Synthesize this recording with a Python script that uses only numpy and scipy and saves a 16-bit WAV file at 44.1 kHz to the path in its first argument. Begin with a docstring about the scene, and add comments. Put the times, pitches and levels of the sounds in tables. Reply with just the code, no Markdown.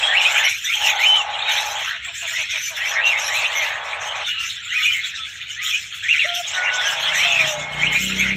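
"""Parakeet chicks beg in a cardboard box: gliding squeaks and longer whistles over bursts of hoarse rasp.
The whistles flutter; the rasp is uneven slaps of the voice membranes mixed with air, its hiss coloured
by the gaping beak. Farther off a rooster crows and a hen clucks, both harmonic tones with hoarse air.
Under it all lies a low hum; at the end an engine draws near, its pipe lifting the firing orders."""
import sys
import numpy as np
from scipy import signal
from scipy.fft import rfft, irfft
from scipy.io import wavfile
from scipy.ndimage import uniform_filter1d

SR = 44100
rng = np.random.default_rng(int(sys.argv[2]) if len(sys.argv) > 2 else 0)


def unload_audio(sound):
    """Save the sound as a 16-bit wav file, at the path given as the first command line argument."""
    columns = np.transpose(np.atleast_2d(sound))
    # keep every value between -1 and 1, then stretch to whole-number steps
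    steps = np.round(np.clip(columns, -1, 1) * 32767)
    wavfile.write(sys.argv[1], SR, steps.astype(np.int16))


N = 368676
FRAME, HOP = 256, 64  # samples


def amp(db):
    """Decibels to gain."""
    return 10 ** (np.asarray(db) / 20)


def unit_rms(x):
    """Scales to unit rms."""
    return x / np.sqrt(np.mean(abs(x) ** 2) + 1e-20)


def add(mix, start_s, sound):
    """Mixes a sound in at start_s."""
    part = mix[round(start_s * SR):][:len(sound)]
    part += sound[:len(part)]


def curves(rows):
    """Linear interpolation of (t/s, ...) rows, one value a sample."""
    times_s, *columns = np.transpose(rows)
    t = np.arange(times_s[0], times_s[-1], 1 / SR)
    return [np.interp(t, times_s, column) for column in columns]


def phase_rad(hz):
    """Running phase of a frequency curve."""
    return 2 * np.pi * np.cumsum(hz) / SR


def colour(x, spectrum):
    """Filters by (f/Hz, level/dB) points, -80 dB outside them; unit rms."""
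    points_hz, db = np.transpose(spectrum)
    hz = np.fft.rfftfreq(len(x), 1 / SR) + 1
    gain_db = np.interp(np.log(hz), np.log(points_hz), db, left=-80, right=-80)
    return unit_rms(irfft(rfft(x) * amp(gain_db), len(x)))


def wobble(count, width_hz):
    """Complex low-pass noise, unit power."""
    pole = np.exp(-2 * np.pi * width_hz / SR)
    settle = 900
    noise = rng.standard_normal(count + settle) + 1j * rng.standard_normal(count + settle)
    return unit_rms(signal.lfilter([1], np.poly([pole] * 3), noise)[settle:])


def patchy(x, gain_db, patch_db, patch_bins):
    """Applies a time-frequency gain plus drifting random patches."""
    spectra = signal.stft(x, SR, nperseg=FRAME, noverlap=FRAME - HOP)[2]
    patches = uniform_filter1d(rng.standard_normal(spectra.T.shape).T, size=patch_bins, axis=0)
    patches = unit_rms(uniform_filter1d(patches, size=24, axis=1))
    spectra *= amp(gain_db + patch_db * patches)
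    return signal.istft(spectra, SR, nperseg=FRAME, noverlap=FRAME - HOP)[1][:N]


# Hum spectrum: f/Hz, level/dB
HUM_SPECTRUM = [(25, -41), (65, 3), (110, 1.5), (290, -18), (550, -20), (940, -20.5), (1200, -23)]


def hum():
    """Steady low noise of the surroundings."""
    return amp(-54.5) * colour(rng.standard_normal(N), HUM_SPECTRUM)


# Engine approach: t/s, firing rate/Hz, level/dB, order favoured by the pipe
ENGINE_RUN = [(6.819, 25.08, -56, 5), (6.93, 26, -56, 5), (7.22, 28.18, -52, 6.5), (7.32, 28.3, -51, 5),
              (7.46, 28.33, -40.5, 5), (7.53, 28.94, -57, 5), (7.59, 29.5, -40.5, 5), (7.67, 29.9, -48, 5),
              (7.74, 29.85, -41, 5), (7.88, 30.9, -34, 5), (7.97, 31.15, -42, 5.2), (8.031, 31.93, -35, 6),
              (8.2, 31.74, -34, 6), (8.36, 32.5, -35, 6)]
# Engine spectrum: order, level/dB
ENGINE_ORDERS = [(1, -32), (2, -11), (3, -17), (4, -12), (5, -12), (6, -9), (7, -13.5), (8, -17),
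                 (9, -13.5), (10, -22), (12, -21), (22, -38)]


def engine(pipe_lift_db=12.5):
    """Wavering firing orders at rising speed; the exhaust pipe lifts the favoured one."""
    out = np.zeros(N)
    firing_hz, db, favoured = curves(ENGINE_RUN)
    phase = phase_rad(firing_hz)
    for order in range(1, 23):
        order_db = np.interp(order, *np.transpose(ENGINE_ORDERS))
        lift_db = pipe_lift_db * np.exp(-((order - favoured) / .7) ** 2)
        waver = 1 + (.25 + .16 * abs(order - favoured)) * wobble(len(phase), 7)
        tone = np.sqrt(2) * (waver * np.exp(1j * order * phase)).real
        add(out, ENGINE_RUN[0][0], amp(db + order_db + lift_db) * tone)
    return out


# Hoarse air of hen and rooster: f/Hz, level/dB
FOWL_SPECTRUM = [(330, -32), (500, -15), (600, -2.5), (700, -6.5), (810, -5.5), (980, -4), (1090, -5.5),
                 (1200, -4), (1400, -6.5), (1800, -7), (2600, -10)]


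def hoarse_air(count):
    """Noisy part of a cluck or crow."""
    return colour(rng.standard_normal(count), FOWL_SPECTRUM)


# Clucks: t/s, relative level/dB, nominal second harmonic f/Hz
CLUCKS = [(1.925, -45, 680), (2.064, -41, 692), (2.221, -37.5, 650), (2.301, -44, 636), (2.376, -37, 633),
          (2.531, -39, 622), (2.699, -38.5, 633)]


def hen(cluck_s=.056):
    """Each cluck is a falling stack of harmonics 2-6 with a puff of air."""
    out = np.zeros(N)
    progress = np.linspace(0, 1, round(cluck_s * SR))
    envelope = np.sin(np.pi * progress) ** .5
    for start_s, db, second_hz in CLUCKS:
        phase = phase_rad(second_hz / 2 * (1.1 - .163 * progress))
        stack = (np.sin(2 * phase) + .86 * np.sin(3 * phase) + .5 * np.sin(4 * phase)
                 + 1.1 * np.sin(5 * phase - 1) + .4 * np.sin(6 * phase))
        add(out, start_s, amp(db - 4.5) * (stack + .97 * hoarse_air(len(phase))) * envelope)
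    return out


# Hoarse stretches of crowing: start/s, end/s, attack/s, level/dB, sag/dB, first f/Hz, last f/Hz
CROWS = [(0, 0.523, .001, -29.5, -1, 786, 833), (.74, 1.878, 0.11, -28.5, -3, 829, 831),
         (2.739, 4.282, 0.2, -31.5, -0.5, 813.5, 784), (6.441, 8.02, 0.171, -31, -4.5, 776.3, 804),
         (8.0, 8.387, 0.2, -42.5, -3, 830, 845)]
# Pitched share of each stretch: at start, at end
CROW_PITCHED_SHARES = [(.3, .5), (.82, .45), (.12, .12), (.12, .12), (0, 0)]


def rooster_hoarse(release_s=.055, throb_hz=68):
    """The voice breaks: a rough, throbbing tone in air, with a sagging hold."""
    out = np.zeros(N)
    for crow, shares in zip(CROWS, CROW_PITCHED_SHARES):
        start_s, end_s, attack_s, hold_db, sag_db, first_hz, last_hz = crow
        db, hz = curves([(start_s, hold_db - 15.5, first_hz),
                         (start_s + attack_s, hold_db, first_hz),
                         (end_s - release_s, hold_db + sag_db, last_hz),
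                         (end_s, hold_db - 42, last_hz)])
        count = len(hz)
        throb = 1 + .25 * np.cos(phase_rad(throb_hz + 6 * wobble(count, 12).real))
        roughness = 1 + 4 * wobble(count, 110)
        tone = unit_rms((throb * roughness * np.exp(1j * phase_rad(hz))).real)
        pitched = np.linspace(*shares, count)
        voice = np.sqrt(pitched) * tone + 1.123 * np.sqrt(1 - pitched) * hoarse_air(count)
        add(out, start_s, amp(db) * voice * signal.windows.tukey(count, .02))
    return out


# Clear crow notes, one list each: t/s, f/Hz, fundamental level/dB, second harmonic level/dB
CROW_NOTES = [
    [(6.24, 605, -40, -60), (6.254, 582, -27.5, -55), (6.264, 702, -38, -40), (6.346, 694, -35, -33),
     (6.385, 716, -32, -39), (6.42, 683, -29, -38)],
    [(6.53, 764, -79, -34), (6.59, 732, -31.5, -26), (6.7, 726, -47, -35), (6.73, 745, -47, -26),
     (6.83, 731, -33, -29.5)],
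    [(7.24, 707, -32.5, -35), (7.36, 670, -41, -46), (7.43, 635, -32.5, -36), (7.57, 595, -30, -64),
     (7.63, 590, -40, -67)],
]


def rooster_clear():
    """Clear notes of the crow: three harmonics that shake together."""
    out = np.zeros(N)
    for rows in CROW_NOTES:
        hz, first_db, second_db = curves(rows)
        phasor = np.exp(1j * phase_rad(hz))
        shake = 1 + .38 * wobble(len(hz), 40)
        note = shake * (amp(first_db) * phasor + amp(second_db) * (phasor ** 2 + .31 * phasor ** 3))
        add(out, rows[0][0], np.sqrt(2) * note.real * signal.windows.tukey(len(hz), .1))
    return out


def box_reverb(x, rt60_s=.2):
    """Cardboard walls and the room beyond give a short, dense tail."""
    t = np.arange(round(.3 * SR)) / SR
    tail = rng.standard_normal(len(t)) * amp(-60 * t / rt60_s) * (t > .002)
    return signal.oaconvolve(x, tail / np.linalg.norm(tail))[:N]


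def whistle(blur_hz, rows):
    """Fluttering tone on (t/s, f/Hz, level/dB) rows; if hoarse, a slower membrane adds side tones."""
    hz, db = curves(rows)
    count = len(hz)
    high = np.clip((hz - 4000) / 1500, 0, 1)  # high peeps are scratchier and carry their octave
    blur_hz = blur_hz * (1 + .3 * high.mean())
    clarity = np.clip(1 - blur_hz / 330, 0, 1)
    flutter = np.sqrt(clarity) + np.sqrt(1 - clarity) * wobble(count, 1.15 * blur_hz + 60)
    membrane_hz = rng.uniform(110, 260) * (1 + .15 * wobble(count, 20).real)
    flutter *= 1 + 1.3 * (1 - clarity) * np.cos(phase_rad(membrane_hz))
    phasor = np.exp(1j * phase_rad(hz))
    tone = np.sqrt(2) * (unit_rms(flutter) * (phasor + .24 * high * phasor ** 2)).real
    return amp(db) * tone * signal.windows.tukey(count, min(.01 * SR / count, 1))


def squeak_crowd(count, low_hz, pitch_ratio, blur_hz):
    """Short squeaks that rise and bend, scattered in time and pitch."""
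    out = np.zeros(N)
    for onset, pitch, span, rise, softness, blur in rng.random((count, 6)):
        hz = low_hz * pitch_ratio ** pitch
        length_s, db = .02 + .045 * span, -6 * softness
        rows = [(0, hz, db),
                (length_s / 2, hz * (1 + .1 * rise), db),
                (length_s, hz * (1.1 - .1236 * rise), db - 7.5)]
        add(out, onset * N / SR, whistle(blur_hz + 130 * blur, rows))
    return unit_rms(out)


def rasp(air_gain, slaps_per_s=5000):
    """Uneven slaps of the voice membranes, mixed with air."""
    slaps = (rng.random(N) < slaps_per_s / SR) * rng.standard_normal(N)
    return unit_rms(slaps) + air_gain * rng.standard_normal(N)


# Rasp bursts: t/s, hold/s, hiss level/dB, top octave re hiss/dB, voice level/dB (all relative)
RASPS = [(0.002, 0.065, -31.5, -15, -22), (0.135, 0.052, -36.5, -11, -24), (0.221, 0.1, -29.5, -8.5, -23),
         (0.358, 0.039, -31, -8, -24.5), (0.447, 0.005, -32, -14, -22.5), (0.498, 0.015, -27, -9, -42.0),
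         (0.582, 0.0042, -33.5, -5, -54), (0.66, 0.005, -28.5, -8, -29.5), (0.707, 0.078, -35, -4.5, -26),
         (0.822, 0.055, -27, -7, -21), (0.998, 0.04, -34, -5, -24), (1.073, 0.026, -31.5, -7.5, -44),
         (1.16, 0.0042, -30.5, -13, -26), (1.306, 0.16, -45, -24, -30.5), (1.496, 0.073, -30, -7.5, -20.5),
         (1.61, 0.11, -31, -8.5, -32), (1.793, 0.097, -35.5, -9, -25), (2.048, 0.0039, -38, -17, -31),
         (2.153, 0.069, -34, -10, -32), (2.274, 0.14, -34, -10.5, -26), (2.509, 0.05, -31, -13, -25),
         (2.615, 0.091, -32.5, -9, -31), (2.767, 0.009, -32.5, -6, -29.5), (2.84, 0.074, -33, -13, -25.5),
         (3.066, 0.042, -32, -10, -24), (3.19, 0.103, -30.5, -10.5, -30), (3.343, 0.096, -32, -10, -23),
         (3.528, 0.059, -36, -10, -26), (3.622, 0.052, -33.5, -8, -24.5), (3.756, 0.006, -42, -15, -48),
         (3.846, 0.091, -42, -14, -31), (4.015, 0.068, -36.5, -17, -35), (4.158, 0.07, -41, -20, -31.5),
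         (4.274, 0.019, -34, -6.5, -24.5), (4.41, 0.091, -31, -10.5, -29.5), (4.642, 0.12, -44, -14, -30),
         (4.742, 0.14, -34.5, -7.5, -29.5), (4.83, 0.14, -36, -7, -28), (5.051, 0.022, -34, -11, -26),
         (5.157, 0.034, -38, -16, -31.5), (5.256, 0.11, -40.5, -13, -35), (5.416, 0.014, -50, -6, -32.5),
         (5.503, 0.009, -36, -15, -32.5), (5.637, 0.072, -30.5, -8, -25.5), (5.742, 0.12, -34.5, -14, -33),
         (5.952, 0.025, -40, -2, -32), (6.04, 0.069, -38.5, -15, -30.5), (6.136, 0.16, -36.5, -12, -25),
         (6.352, 0.051, -29.5, -7, -29.5), (6.484, 0.0035, -30, -19, -33), (6.548, 0.03, -30.5, -17, -25.5),
         (6.652, 0.005, -38.5, -17, -50), (6.734, 0.024, -32.5, -18, -30.5),
         (6.818, 0.12, -31, -11.5, -24.5), (7.009, 0.085, -35.5, -9, -22.5),
         (7.156, 0.055, -26.5, -12, -22.5), (7.245, 0.2, -32.5, -9.5, -24.5),
         (7.474, 0.017, -26.5, -7, -28.5), (7.598, 0.0036, -35.5, -17, -35),
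         (7.722, 0.019, -40.5, -11, -34), (7.787, 0.073, -37.5, -16, -29.5),
         (7.929, 0.17, -31.5, -6.5, -26), (8.158, 0.13, -35.5, -10, -25)]


def rasp_envelope_db(band, rise_db_per_s, fall_db_per_s, rest_db):
    """One band's level per frame: bursts rise, hold and fall; powers add over a resting level."""
    t = np.arange(N // HOP + 2) * HOP / SR
    start_s, hold_s, hiss_db, top_re_hiss_db, voice_db = np.transpose(RASPS)[:, :, None]
    hold_db = {"voice": voice_db, "hiss": hiss_db, "top": hiss_db + top_re_hiss_db}[band]
    before_db = (start_s - t) * rise_db_per_s
    after_db = (t - start_s - abs(hold_s)) * fall_db_per_s
    burst_db = hold_db - np.maximum(np.maximum(before_db, after_db), 0)
    return 10 * np.log10((amp(burst_db) ** 2).sum(0) + amp(rest_db) ** 2)


# Breath spectrum: f/Hz, level/dB
HISS_SPECTRUM = [(3700, -27), (4600, -3), (5200, 3), (6300, -3), (7500, -2.5), (8600, -7.5), (9300, -5),
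                 (10300, -14.5), (12500, -18.5), (13800, -18), (15600, -17.5)]
# Resonance of the gaping beak: t/s, f/Hz
BEAK_RESONANCE = [(0, 7300), (.3, 7140), (.45, 5930), (.75, 6900), (1.2, 6000), (1.4, 7450), (1.6, 5660),
                  (1.75, 6950), (1.85, 5940), (2.05, 7500), (2.35, 6940), (2.5, 6100), (2.95, 5960),
                  (3.15, 6660), (3.25, 5750), (3.35, 6880), (3.65, 5900), (3.8, 6750), (4.2, 6200),
                  (4.65, 7200), (4.75, 5930), (4.85, 7260), (5.15, 6400), (5.8, 6750), (6.75, 5950),
                  (7.5, 6550), (7.9, 6840), (8.36, 6400)]


def chick_hiss(beak_lift_db=6, beak_width_ratio=.11):
    """Hiss and peeps pass the moving beak resonance; the top starts and dies faster, and flickers."""
    air = colour(rasp(air_gain=1.5), HISS_SPECTRUM)
    peeps = squeak_crowd(count=320, low_hz=5200, pitch_ratio=1.42, blur_hz=60)
    hiss_db = rasp_envelope_db("hiss", rise_db_per_s=594, fall_db_per_s=183, rest_db=-71)
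    top_db = rasp_envelope_db("top", rise_db_per_s=800, fall_db_per_s=248, rest_db=-77)
    top_db += 7  # brightens the top octave of the hiss
    hz = np.fft.rfftfreq(FRAME, 1 / SR)[:, None]
    frame_s = np.arange(len(hiss_db)) * HOP / SR
    beak_hz = np.interp(frame_s, *np.transpose(BEAK_RESONANCE))
    resonance = sum(np.exp(-((hz / (k * beak_hz) - 1) / beak_width_ratio) ** 2) for k in (1, 2))
    flicker_db = 1.5 * unit_rms(uniform_filter1d(rng.standard_normal(len(frame_s)), size=30))
    top_weight = np.clip((hz - 8500) / 1800, 0, 1)
    gain_db = hiss_db - 3.5 + beak_lift_db * resonance + top_weight * (top_db - hiss_db + flicker_db)
    return patchy(.8 * air + .55 * peeps, gain_db, patch_db=3.5, patch_bins=5)


# Beak, box and microphone response: f/Hz, level/dB
BROOD_SPECTRUM = [(1000, -35), (1300, -11.5), (1700, -7), (2000, -4), (2450, 0.5), (3400, 0.5),
                  (4000, -6.5), (4700, -19.5)]


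def chick_chorus():
    """Overlapping squeaks and a rasp share one colour and swell together."""
    squeaks = squeak_crowd(count=800, low_hz=1300, pitch_ratio=3.3, blur_hz=70)
    voices = colour(squeaks + 1.2 * rasp(air_gain=1.6), BROOD_SPECTRUM)
    gain_db = rasp_envelope_db("voice", rise_db_per_s=149, fall_db_per_s=94, rest_db=-61)
    return patchy(voices, gain_db, patch_db=2.5, patch_bins=2)


# Squeaks: start/s, peak/s, end/s, start f/Hz, peak f/Hz, end f/Hz, peak level/dB, blur/Hz
SQUEAKS = [(0.024, 0.039, .12, 3344, 3250, 3340, -16.5, 92),
           (0.248, 0.261, .292, 2290, 2450, 2680, -13, 100),
           (0.306, 0.401, .5, 1650, 1755, 1930, -23.5, 190),
           (0.334, 0.377, .397, 2106, 2440, 2640, -17, 140),
           (0.372, 0.39, .425, 6860, 6920, 6950, -27, 120), (0.42, 0.434, .56, 2096, 2102, 2440, -20, 135),
           (0.434, 0.456, .478, 5100, 5780, 5500, -25.5, 140),
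           (0.492, 0.51, .53, 5370, 5580, 6240, -30, 120), (0.634, 0.724, .745, 1630, 2440, 2570, -23, 130),
           (0.639, 0.65, .668, 5880, 5950, 5910, -26, 74), (.641, 0.67, .708, 3610, 3630, 3620, -26, 64),
           (0.725, 0.742, .778, 3210, 3210, 3100, -18, 140),
           (0.812, 0.876, .92, 3070, 2720, 2260, -16, 160), (0.957, .967, 1.04, 3170, 3300, 4270, -27, 190),
           (0.987, 1.037, 1.075, 1905, 2360, 2800, -14.5, 110),
           (1.147, 1.18, 1.215, 1400, 1196, 1030, -30, 40),
           (1.488, 1.514, 1.549, 2100, 2260, 2380, -25, 210),
           (1.541, 1.578, 1.59, 2900, 3460, 3500, -22, 200),
           (1.84, 1.898, 1.975, 1284, 1670, 1750, -27.5, 235),
           (2.332, 2.369, 2.45, 1898, 2046, 2570, -23.5, 140),
           (2.513, 2.547, 2.589, 2600, 2360, 2260, -22, 170),
           (2.615, 2.637, 2.714, 6160, 6090, 6070, -29, 55),
           (2.649, 2.685, 2.715, 2364, 2320, 2230, -29.5, 100),
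           (2.77, 2.861, 2.885, 1560, 2280, 2420, -23, 140),
           (2.856, 2.884, 2.925, 5850, 5990, 5900, -30.5, 110),
           (2.911, 2.996, 3.015, 1783, 1877, 1900, -18.5, 145),
           (3.236, 3.276, 3.296, 5400, 5700, 5660, -27, 120),
           (3.543, 3.572, 3.6, 5900, 6080, 6030, -28, 170),
           (3.35, 3.39, 3.405, 10700, 7000, 5670, -32.5, 20),
           (3.525, 3.581, 3.655, 2070, 2183, 1984, -20, 120),
           (3.652, 3.731, 3.805, 1670, 1830, 1864, -26, 160),
           (4.052, 4.1, 4.132, 3090, 3110, 2980, -26.5, 190),
           (4.243, 4.27, 4.31, 3730, 3550, 3530, -23.5, 110),
           (4.281, 4.302, 4.388, 2866, 2896, 2900, -24, 130),
           (4.34, 4.433, 4.465, 1280, 1370, 1310, -36, 63),
           (4.377, 4.377, 4.46, 2750, 2792, 2780, -23.5, 110),
           (4.488, 4.505, 4.54, 3700, 3700, 3680, -27, 270),
           (4.703, 4.765, 4.814, 1730, 2510, 2410, -20, 84), (4.761, 4.8, 4.859, 1260, 1270, 1256, -36, 18),
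           (4.774, 4.809, 4.83, 1786, 2210, 2300, -19, 86), (4.82, 4.838, 4.88, 2770, 2930, 2890, -20, 110),
           (4.839, 4.863, 4.916, 2230, 2520, 2360, -14.5, 120),
           (4.911, 4.922, 4.957, 3090, 3084, 2950, -18.5, 92),
           (4.933, 4.96, 5.02, 2393, 2106, 2170, -21.5, 120),
           (5.009, 5.05, 5.08, 3450, 3380, 3400, -28, 100),
           (5.168, 5.198, 5.258, 1364, 1313, 1285, -39.5, 33),
           (5.186, 5.232, 5.27, 3480, 3460, 3430, -28.5, 110),
           (5.56, 5.607, 5.645, 1690, 2070, 2650, -27, 69),
           (5.632, 5.665, 5.72, 2920, 3235, 3300, -25, 150),
           (5.731, 5.752, 5.778, 2870, 3020, 2900, -21.5, 89),
           (5.596, 5.665, 5.71, 1236, 1276, 1265, -38.5, 27),
           (5.697, 5.741, 5.79, 2450, 2424, 2645, -20, 140),
           (6.544, 6.574, 6.62, 1800, 1813, 1930, -24, 170),
           (6.61, 6.666, 6.708, 1950, 2247, 1870, -19, 210),
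           (6.645, 6.68, 6.716, 2810, 2770, 2780, -21.5, 79),
           (6.758, 6.811, 6.908, 3680, 3430, 2880, -23, 120),
           (6.821, 6.877, 6.945, 1540, 1662, 1580, -23.5, 140),
           (7.136, 7.157, 7.192, 3570, 3680, 3700, -26, 92),
           (7.147, 7.178, 7.225, 6240, 5930, 5500, -28, 100),
           (7.219, 7.246, 7.245, 3080, 3150, 3300, -16, 150),
           (7.254, 7.305, 7.33, 3630, 3487, 3500, -22.5, 97),
           (8.172, 8.234, 8.246, 2016, 2524, 2600, -16.5, 140),
           (8.192, 8.2, 8.217, 6330, 6370, 6470, -24, 97),
           (8.195, 8.216, 8.275, 2180, 2160, 2030, -18.5, 120),
           (8.264, 8.317, 8.347, 2065, 2160, 2135, -19.5, 200)]
# Longer whistles: blur/Hz, rows of (t/s, f/Hz, level/dB)
LONG_WHISTLES = [(105, [(.082, 1754, -23), (.137, 1870, -19), (.16, 2406, -13), (.182, 2960, -16.5),
                 (.218, 2255, -18.5)]), (25, [(1.05, 2906, -16), (1.066, 3050, -14), (1.125, 3050, -14),
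                 (1.192, 3020, -18), (1.222, 2630, -24.5)]), (60, [(1.42, 3640, -18.5), (1.45, 3770, -35),
                 (1.492, 3780, -21.5), (1.529, 3650, -33)]), (140, [(2.961, 2155, -22), (2.998, 2202, -29),
                 (3.038, 2734, -19), (3.063, 2754, -15.5), (3.1, 2740, -20.5), (3.14, 2140, -21),
                 (3.19, 2054, -20)]), (142, [(3.28, 1695, -31), (3.377, 2577, -21), (3.407, 2300, -36),
                 (3.432, 2290, -17.5), (3.47, 2850, -21.5)]), (126, [(6.021, 1537, -41), (6.066, 1940, -22),
                 (6.082, 2050, -28), (6.088, 2367, -16.5), (6.114, 2800, -17), (6.131, 2744, -15),
                 (6.144, 2350, -16.5), (6.168, 1990, -21), (6.2, 2845, -14.5), (6.223, 2415, -17),
                 (6.268, 1720, -24.5)]), (134, [(7.121, 1650, -26), (7.191, 2056, -20.5),
                 (7.241, 2647, -21.5), (7.31, 2610, -19.5), (7.366, 2630, -17.5), (7.406, 2410, -13),
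                 (7.448, 2077, -32)]), (39.6, [(7.56, 2158, -34.5), (7.7, 2172, -35.5), (8, 2150, -25),
                 (8.14, 2146, -39), (8.3, 2147, -26)]), (144, [(7.792, 1810, -31), (7.837, 2297, -16.5),
                 (7.857, 2486, -22), (7.877, 3020, -19.5), (7.912, 2170, -36), (7.927, 2025, -22),
                 (7.957, 2434, -14.5), (7.992, 2445, -25)])]


def chick_calls(entry_db=-10.5, exit_db=-7.5):
    """Squeaks that swell and fade; longer whistles, some bending several times, some held on one pitch."""
    out = np.zeros(N)
    for start_s, peak_s, end_s, start_hz, peak_hz, end_hz, db, blur_hz in SQUEAKS:
        rows = [(start_s, start_hz, db + entry_db), (peak_s, peak_hz, db), (end_s, end_hz, db + exit_db)]
        add(out, start_s, whistle(blur_hz, rows))
    for blur_hz, rows in LONG_WHISTLES:
        add(out, rows[0][0], whistle(blur_hz, rows))
    return out


def scene():
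    """Bird calls with reverb, plus dry chorus, hiss, engine and hum; mono."""
    calls = chick_calls() + rooster_hoarse() + rooster_clear() + hen()
    background = hum()
    reverb = amp(-8.5) * box_reverb(calls)
    return (calls + reverb + chick_chorus() + chick_hiss() + engine() + background)[None]


# Bands cancelled by sound bouncing back to the microphone: f/Hz, width/Hz, depth/dB
NOTCHES = [(4828, 255, 10.5), (9330, 490, 14.5)]


def record(dry, low_cut_hz=40, band_limit_hz=15680):
    """Reflection notches, then the recorder's bass roll-off and band limit."""
    hz = np.fft.rfftfreq(N, 1 / SR)
    dip_db = sum(db * np.exp(-((hz - centre_hz) / width_hz) ** 2) for centre_hz, width_hz, db in NOTCHES)
    bass_gain = 1 / np.sqrt(1 + (low_cut_hz / (hz + 1)) ** 4)
    heard = irfft(rfft(dry) * amp(-dip_db) * bass_gain, N)
    lowpass = signal.firwin(1023, band_limit_hz, window=("kaiser", 9), fs=SR)
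    return signal.oaconvolve(heard, lowpass[None], "same")


dry = scene()
out = record(dry)
unload_audio(out)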